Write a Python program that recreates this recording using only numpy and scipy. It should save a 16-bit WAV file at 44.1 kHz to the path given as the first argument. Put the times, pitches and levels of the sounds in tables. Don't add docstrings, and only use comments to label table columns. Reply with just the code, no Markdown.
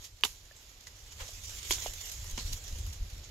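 import sys
import numpy as np
from scipy import signal
from scipy.fft import rfft, irfft
from scipy.io import wavfile
from scipy.ndimage import map_coordinates

SR = 44100
rng = np.random.default_rng(int(sys.argv[2]) if len(sys.argv) > 2 else 0)


def waveform_to_disk(signal):
    frames = np.transpose(np.atleast_2d(signal))
    scaled = np.clip(frames, -1, 1) * 32767
    samples = np.round(scaled).astype(np.int16)
    wavfile.write(sys.argv[1], SR, samples)


N = 145530
TIME = np.arange(N) / SR
FREQS = np.maximum(np.arange(N // 2 + 1) * SR / N, 1)
CUTOFF_HZ = 15700
# f/Hz, left minus right/dB
STEREO_BALANCE = [(100, 0.5), (380, 0), (1200, -0.5), (2200, -2.5), (3200, -5.5), (4500, -4.5), (6400, -11),
                  (8000, 0.5), (13000, -1), (15000, 1)]
# f/Hz, coherence
STEREO_COHERENCE = [(220, 1), (400, 1), (700, 0.43), (1300, 0.029), (3000, 0.058), (6000, 0.031),
                    (6600, 0.77), (10000, 0.66), (15000, 0.91)]

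# t/s, level/dB
TREE_LEVEL = [(0, -57.5), (0.13, -64), (0.4, -60), (0.65, -58.5), (3.3, -55)]
# f/Hz, relative level/dB
TREE_SPECTRUM = [(60, 14.5), (200, 1.5), (450, 4.5), (900, 2), (1600, 1.5), (3300, 5), (5000, 6),
                 (7400, -3), (8000, -19), (12500, -3.5), (16000, -45)]
# t/s, relative level/dB
WIND_LEVEL = [(0.0, -45), (0.04, -54.5), (0.93, -58), (1.24, -47.5), (1.31, -50.5), (1.93, -44.5),
              (2.06, -51), (2.52, -37), (2.63, -47), (2.73, -41.5), (2.96, -42), (3.02, -40), (3.09, -46),
              (3.3, -42.5)]
# f/Hz, relative level/dB
WIND_SPECTRUM = [(12, -19.5), (25, -3), (40, 1), (58, -2.5), (90, -2), (125, -15), (180, -25.5),
                 (300, -32.5), (1000, -44), (16000, -100)]
WIND_GAIN_DB, WIND_LUMPS_DB, WIND_LUMPS_HZ = -2, 2.5, 8.9
# t/s, peak level/dB, period/s
EDDIES = [(1.223, -38.5, 0.027), (1.705, -31.5, 0.023), (1.893, -36.5, 0.033), (2.344, -31, 0.029),
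          (2.458, -32.5, 0.027), (2.53, -36.5, 0.035), (2.741, -37.5, 0.038), (2.808, -33.5, 0.018),
          (2.849, -33, 0.02), (3.021, -28, 0.028)]

# t/s, impulse level/dB, f/Hz, t60/s
WOOD_KNOCKS = [(0.511, -47.5, 1750, 0.038), (0.512, -49, 584, 0.019), (0.870, -46.5, 1995, 0.048),
               (1.29, -42.5, 666, 0.013), (1.783, -53, 700, 0.012), (1.8609, -20, 710, 0.0076),
               (2.378, -37.5, 231, 0.067), (2.38, -35, 2950, 0.032)]
# t/s, relative level/dB
RUSTLE_LEVEL = [(0, -59.5), (0.05, -56), (0.12, -65), (0.3, -60), (0.5, -65.5), (0.63, -60), (0.74, -64.5),
                (1.0, -62), (1.3, -50), (1.40, -52.5), (1.55, -47.5), (1.66, -45), (1.79, -43.5),
                (1.87, -42.5), (1.92, -49), (2.09, -46.5), (2.19, -51), (2.3, -47.5), (2.36, -52),
                (2.48, -48), (2.60, -52), (2.67, -52.5), (2.9, -54), (3.0, -61.5), (3.12, -58.5),
                (3.3, -62.5)]
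# f/Hz, relative level/dB
RUSTLE_SPECTRUM = [(100, -27), (400, -11.5), (1000, -12.5), (1400, -12.5), (2100, -5.5), (2600, -7.5),
                   (3300, -1.5), (4700, -6.5), (5700, 0), (6800, 2), (7550, -2), (8000, -12.5),
                   (10500, -13.5), (12800, -10.5), (16000, -23.5)]
RUSTLE_GRAINS_PER_S, RUSTLE_SPREAD_DB, RUSTLE_FLUTTER_DB, RUSTLE_GAIN_DB = 8000, 2, 1, 1.5
CRACKLES_PER_S, CRACKLE_T60_S, CRACKLE_DB = 68, 0.038, -7.5
PATCH_WIDTH_HZ, PATCHES_PER_S, PATCH_DEPTH_DB = 327.7, 26, 3
# t/s, level/dB, attack/s, t60/s
LEAF_DRAGS = [(2.398, -40, .006, 0.12), (2.478, -46.5, 0.032, 0.17)]
SCRAPE_HZ, SCRAPE_WIDTH_HZ = 4300, 550
# t/s, attack/s, t60/s, edge level/dB, body level/dB, sparkle level/dB
LEAF_IMPACTS = [(0.046, 0.0087, 0.12, -43, -60, -53.5), (0.2098, 0.0005, 0.013, -52, -51, -51),
                (0.256, .004, 0.35, -42, -61, -49.5), (0.808, 0.0023, 0.044, -50, -73, -61),
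                (0.87, 0.0022, 0.092, -45, -51, -57.5), (1.124, 0.0087, 0.045, -46.5, -53.5, -64),
                (1.209, 0.014, 0.19, -54, -40.5, -63), (1.281, .002, 0.066, -42.5, -56, -60),
                (1.438, .002, 0.078, -44, -72, -56), (1.495, .002, 0.11, -42.5, -53, -55),
                (1.588, 0.0022, 0.062, -39.5, -62, -69), (1.63, .001, 0.051, -39, -61, -57),
                (1.7, 0.0095, 0.13, -38, -60, -42.5), (1.7085, 0.00065, 0.03, -32.5, -62, -29),
                (1.715, 0.0022, 0.023, -23.5, -53, -38.5), (1.723, 0.002, 0.087, -28, -61, -48),
                (1.735, .001, 0.16, -36, -70, -46), (1.823, .001, .04, -38.5, -60, -58),
                (1.866, 0.00083, 0.036, -36, -42, -62), (1.936, .0003, 0.052, -39, -50, -43),
                (2.056, 0.001, 0.044, -42, -63, -46), (2.117, 0.001, 0.074, -37, -56, -42.5),
                (2.244, 0.0033, 0.044, -48, -49, -50.5), (2.311, .001, 0.044, -43, -65, -47),
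                (2.376, 0.00089, 0.17, -37, -39, -60), (2.532, 0.0062, 0.079, -35, -60, -41.5),
                (2.641, .001, 0.054, -46.5, -69, -54), (2.68, 0.002, 0.083, -45, -54, -57),
                (2.726, .001, .03, -44, -60, -63), (2.757, 0.0018, 0.019, -60, -46, -62),
                (2.788, 0.0074, 0.099, -47, -77, -54), (2.865, 0.0018, 0.073, -49, -53, -53),
                (2.930, 0.0022, 0.098, -43, -55, -53), (3.101, 0.0034, .07, -49, -57, -58),
                (3.243, 0.0075, 0.14, -47, -72, -77)]
# f/Hz, relative level/dB
EDGE_SPECTRUM = [(300, -31), (1500, -12.5), (3200, -1), (4700, 0.5), (6900, 5), (7600, -3.5), (8100, -13),
                 (16000, -32)]
# f/Hz, relative level/dB
BODY_SPECTRUM = [(100, -81), (220, -4), (320, -39), (480, 10), (680, -3.5), (950, 3.5), (1400, 1),
                 (1800, 3), (3100, 3.5), (5000, 0), (16000, -22)]
# f/Hz, relative level/dB
SPARKLE_SPECTRUM = [(300, -17), (6000, -50), (8600, -0.5), (10000, 5.5), (12000, 7.5), (14000, 1.5),
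                    (16000, -9)]
LEAF_GRAINS_PER_S, LEAF_SPREAD_DB, LEAF_PAN_DB = 11000, 4.5, 2

# t/s, impulse level/dB
TWIG_BLOWS = [(1.7088, -11.5), (1.7245, -30), (1.7368, -30), (1.783, -30.5), (1.8614, -34.5), (2.379, -24)]
# f/Hz, gain/dB, t60/s, left minus right/dB
TWIG_RESONANCES = [(361, -17.5, 0.034, 1), (1016, -15.5, 0.021, 0), (1440, -22.5, 0.012, -7),
                   (2176, -7, 0.0083, 2), (3290, -6, 0.014, -28)]
# t/s, level/dB, attack/s, t60/s
FIBRE_TEARS = [(0.2377, -28, 0.00043, 0.099), (0.25, -24.5, 0.0009, 0.024)]
# f/Hz, relative level/dB
TEAR_SPECTRUM = [(100, -43), (170, -7), (270, -6), (420, -21), (650, -4), (950, 3.5), (1400, -5.5),
                 (3400, 7), (5200, -2), (7300, 3), (8600, -10), (12000, -2), (16000, -23)]
# f/Hz, coherence
TEAR_COHERENCE = [(400, 1), (1300, 0.9), (3000, .15), (12000, 0.22)]
TEAR_GRAINS_PER_S, TEAR_SPREAD_DB, TEAR_PAN_DB = 12000, 2.5, -2.5
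# t/s, impulse level/dB
STALK_CRACKS = [(0.2363, -9), (0.2387, -20), (0.2505, -20.5), (0.2519, -30)]
# f/Hz, gain/dB, t60/s, left minus right/dB
STALK_RESONANCES = [(420, -28.5, 0.061, 2), (970, -17.5, 0.038, 1), (1200, -15.5, 0.013, 0),
                    (1565, -16, 0.011, 11), (2010, -21, 0.0088, 13), (2430, -17, 0.0039, -9),
                    (2930, 4, 0.0069, -10.5), (3720, -7, 0.0086, -17), (4650, -13.5, 0.018, 3),
                    (7300, -30, .016, -1)]


def from_db(db):
    return 10 ** (np.asarray(db) / 20)


def unit_rms(x):
    return x / np.sqrt(np.mean(x ** 2) + 1e-20)


def over_time(points):
    return np.interp(TIME, *np.transpose(points))


def over_hz(points):
    hz, value = np.transpose(points)
    return np.interp(np.log(FREQS), np.log(hz), value)


def pan(db):
    half_db = np.atleast_1d(db) / 2
    gains = np.array([from_db(half_db), from_db(-half_db)])
    return gains / np.sqrt(np.mean(gains ** 2, axis=0))


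def drift(corner_hz):
    return unit_rms(irfft(rfft(rng.standard_normal(N)) / (1 + (FREQS / corner_hz) ** 2), N))


def grains(per_s, spread_db):
    sizes = from_db(spread_db * np.minimum(rng.exponential(1, (2, N)), 4))
    signs = rng.choice([-1, 1], (2, N))
    occurs = rng.random((2, N)) < per_s / SR
    return unit_rms(sizes * signs * occurs)


def colour(x, spectrum):
    magnitude = unit_rms(from_db(over_hz(spectrum)))
    cepstrum = irfft(np.log(magnitude), N)
    cepstrum[1:N // 2] *= 2
    cepstrum[N // 2 + 1:] = 0
    return irfft(rfft(x) * np.exp(rfft(cepstrum)), N)


def stereo(pair, coherence=STEREO_COHERENCE):
    mid, side = rfft(pair)
    alike = np.clip(over_hz(coherence), 0, 1)
    mid, side = mid * np.sqrt((1 + alike) / 2), side * np.sqrt((1 - alike) / 2)
    return irfft(np.array([mid + side, mid - side]) * pan(over_hz(STEREO_BALANCE)), N)


def burst(peak_s, db, attack, t60):
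    age = TIME - peak_s
    return from_db(db - 60 * np.maximum(age, 0) / t60) * np.exp(np.minimum(age, 0) / attack)


def impulses(rows):
    out = np.zeros(N)
    for s, db in rows:
        out[int(s * SR)] += from_db(db)
    return out


def ring(x, hz, t60):
    radius, angle = np.exp(-np.log(1000) / (t60 * SR)), 2 * np.pi * hz / SR
    return signal.lfilter([0, np.sin(angle)], [1, -2 * radius * np.cos(angle), radius ** 2], x + 1e-18)


def breeze():
    gusts = from_db(WIND_GAIN_DB + over_time(WIND_LEVEL) + WIND_LUMPS_DB * drift(WIND_LUMPS_HZ))
    rumble = unit_rms(colour(rng.standard_normal(N), WIND_SPECTRUM))
    hiss = stereo(colour(rng.standard_normal((2, N)), TREE_SPECTRUM))
    return gusts * rumble + from_db(over_time(TREE_LEVEL)) * hiss


def buffets():
    out = 0
    for s, db, period in EDDIES:
        phase = 2 * np.pi * (TIME - s) / period
        out = out - from_db(db) * phase * np.exp((1 - phase ** 2) / 2)
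    return out


def knocks():
    out = 0
    for s, db, hz, t60 in WOOD_KNOCKS:
        band = signal.butter(2, [hz * 0.57, hz / 0.64], "band", fs=SR)
        force = signal.lfilter(*band, impulses([(s, db)]) + 1e-18)
        out = out + ring(force, hz, t60)
    return out


def shifting_bands(x):
    hz, s, cells = signal.stft(x, SR, nperseg=512)
    patches = rng.standard_normal((200, 200))
    positions = np.meshgrid(hz / PATCH_WIDTH_HZ, s * PATCHES_PER_S, indexing="ij")
    gain_db = PATCH_DEPTH_DB * map_coordinates(patches, positions, order=3, mode="mirror")
    return signal.istft(cells * from_db(gain_db), SR)[1][:, :N]


def rustle():
    onsets = (rng.random(N) < CRACKLES_PER_S / SR) * rng.random(N)
    decay = np.exp(-np.log(1000) / (CRACKLE_T60_S * SR))
    crackles = from_db(CRACKLE_DB) * unit_rms(signal.lfilter([1], [1, -decay], onsets + 1e-18))
    flutter = from_db(RUSTLE_FLUTTER_DB * drift(corner_hz=26))
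    envelope = from_db(RUSTLE_GAIN_DB + over_time(RUSTLE_LEVEL)) * np.hypot(flutter, crackles)
    friction = envelope * grains(RUSTLE_GRAINS_PER_S, RUSTLE_SPREAD_DB)
    return stereo(shifting_bands(colour(friction, RUSTLE_SPECTRUM)))


def leaf_scrapes():
    slips = grains(LEAF_GRAINS_PER_S, LEAF_SPREAD_DB)
    resonance = signal.iirpeak(SCRAPE_HZ, SCRAPE_HZ / SCRAPE_WIDTH_HZ, SR)
    buzz = unit_rms(signal.lfilter(*resonance, slips))
    return stereo(buzz * sum(burst(*row) for row in LEAF_DRAGS))


def leaf_slaps():
    out = 0
    for part, spectrum in enumerate((EDGE_SPECTRUM, BODY_SPECTRUM, SPARKLE_SPECTRUM)):
        envelope = sum(burst(s, levels[part], attack, t60) for s, attack, t60, *levels in LEAF_IMPACTS)
        out = out + colour(envelope * grains(LEAF_GRAINS_PER_S, LEAF_SPREAD_DB), spectrum)
    return pan(LEAF_PAN_DB) * stereo(out)


def struck_wood(hits, modes):
    blows, out = impulses(hits), 0
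    for k, (hz, db, t60, pan_db) in enumerate(modes):
        drive = signal.lfilter(*signal.butter(1, hz / 2, "high", fs=SR), blows + 1e-18)
        out = out + (-1) ** k * from_db(db) * pan(pan_db) * ring(drive, hz, t60)
    return out


def stalk_snap():
    fibres = grains(TEAR_GRAINS_PER_S, TEAR_SPREAD_DB) * sum(burst(*row) for row in FIBRE_TEARS)
    tearing = pan(TEAR_PAN_DB) * stereo(colour(fibres, TEAR_SPECTRUM), TEAR_COHERENCE)
    return struck_wood(STALK_CRACKS, STALK_RESONANCES) + tearing


def scene():
    foreground = stalk_snap() + leaf_slaps() + leaf_scrapes() + struck_wood(TWIG_BLOWS, TWIG_RESONANCES)
    return foreground + rustle() + knocks() + breeze() + buffets()


def record(dry):
    return signal.sosfilt(signal.ellip(10, .2, 80, CUTOFF_HZ, fs=SR, output="sos"), dry)


dry = scene()
out = record(dry)
waveform_to_disk(out)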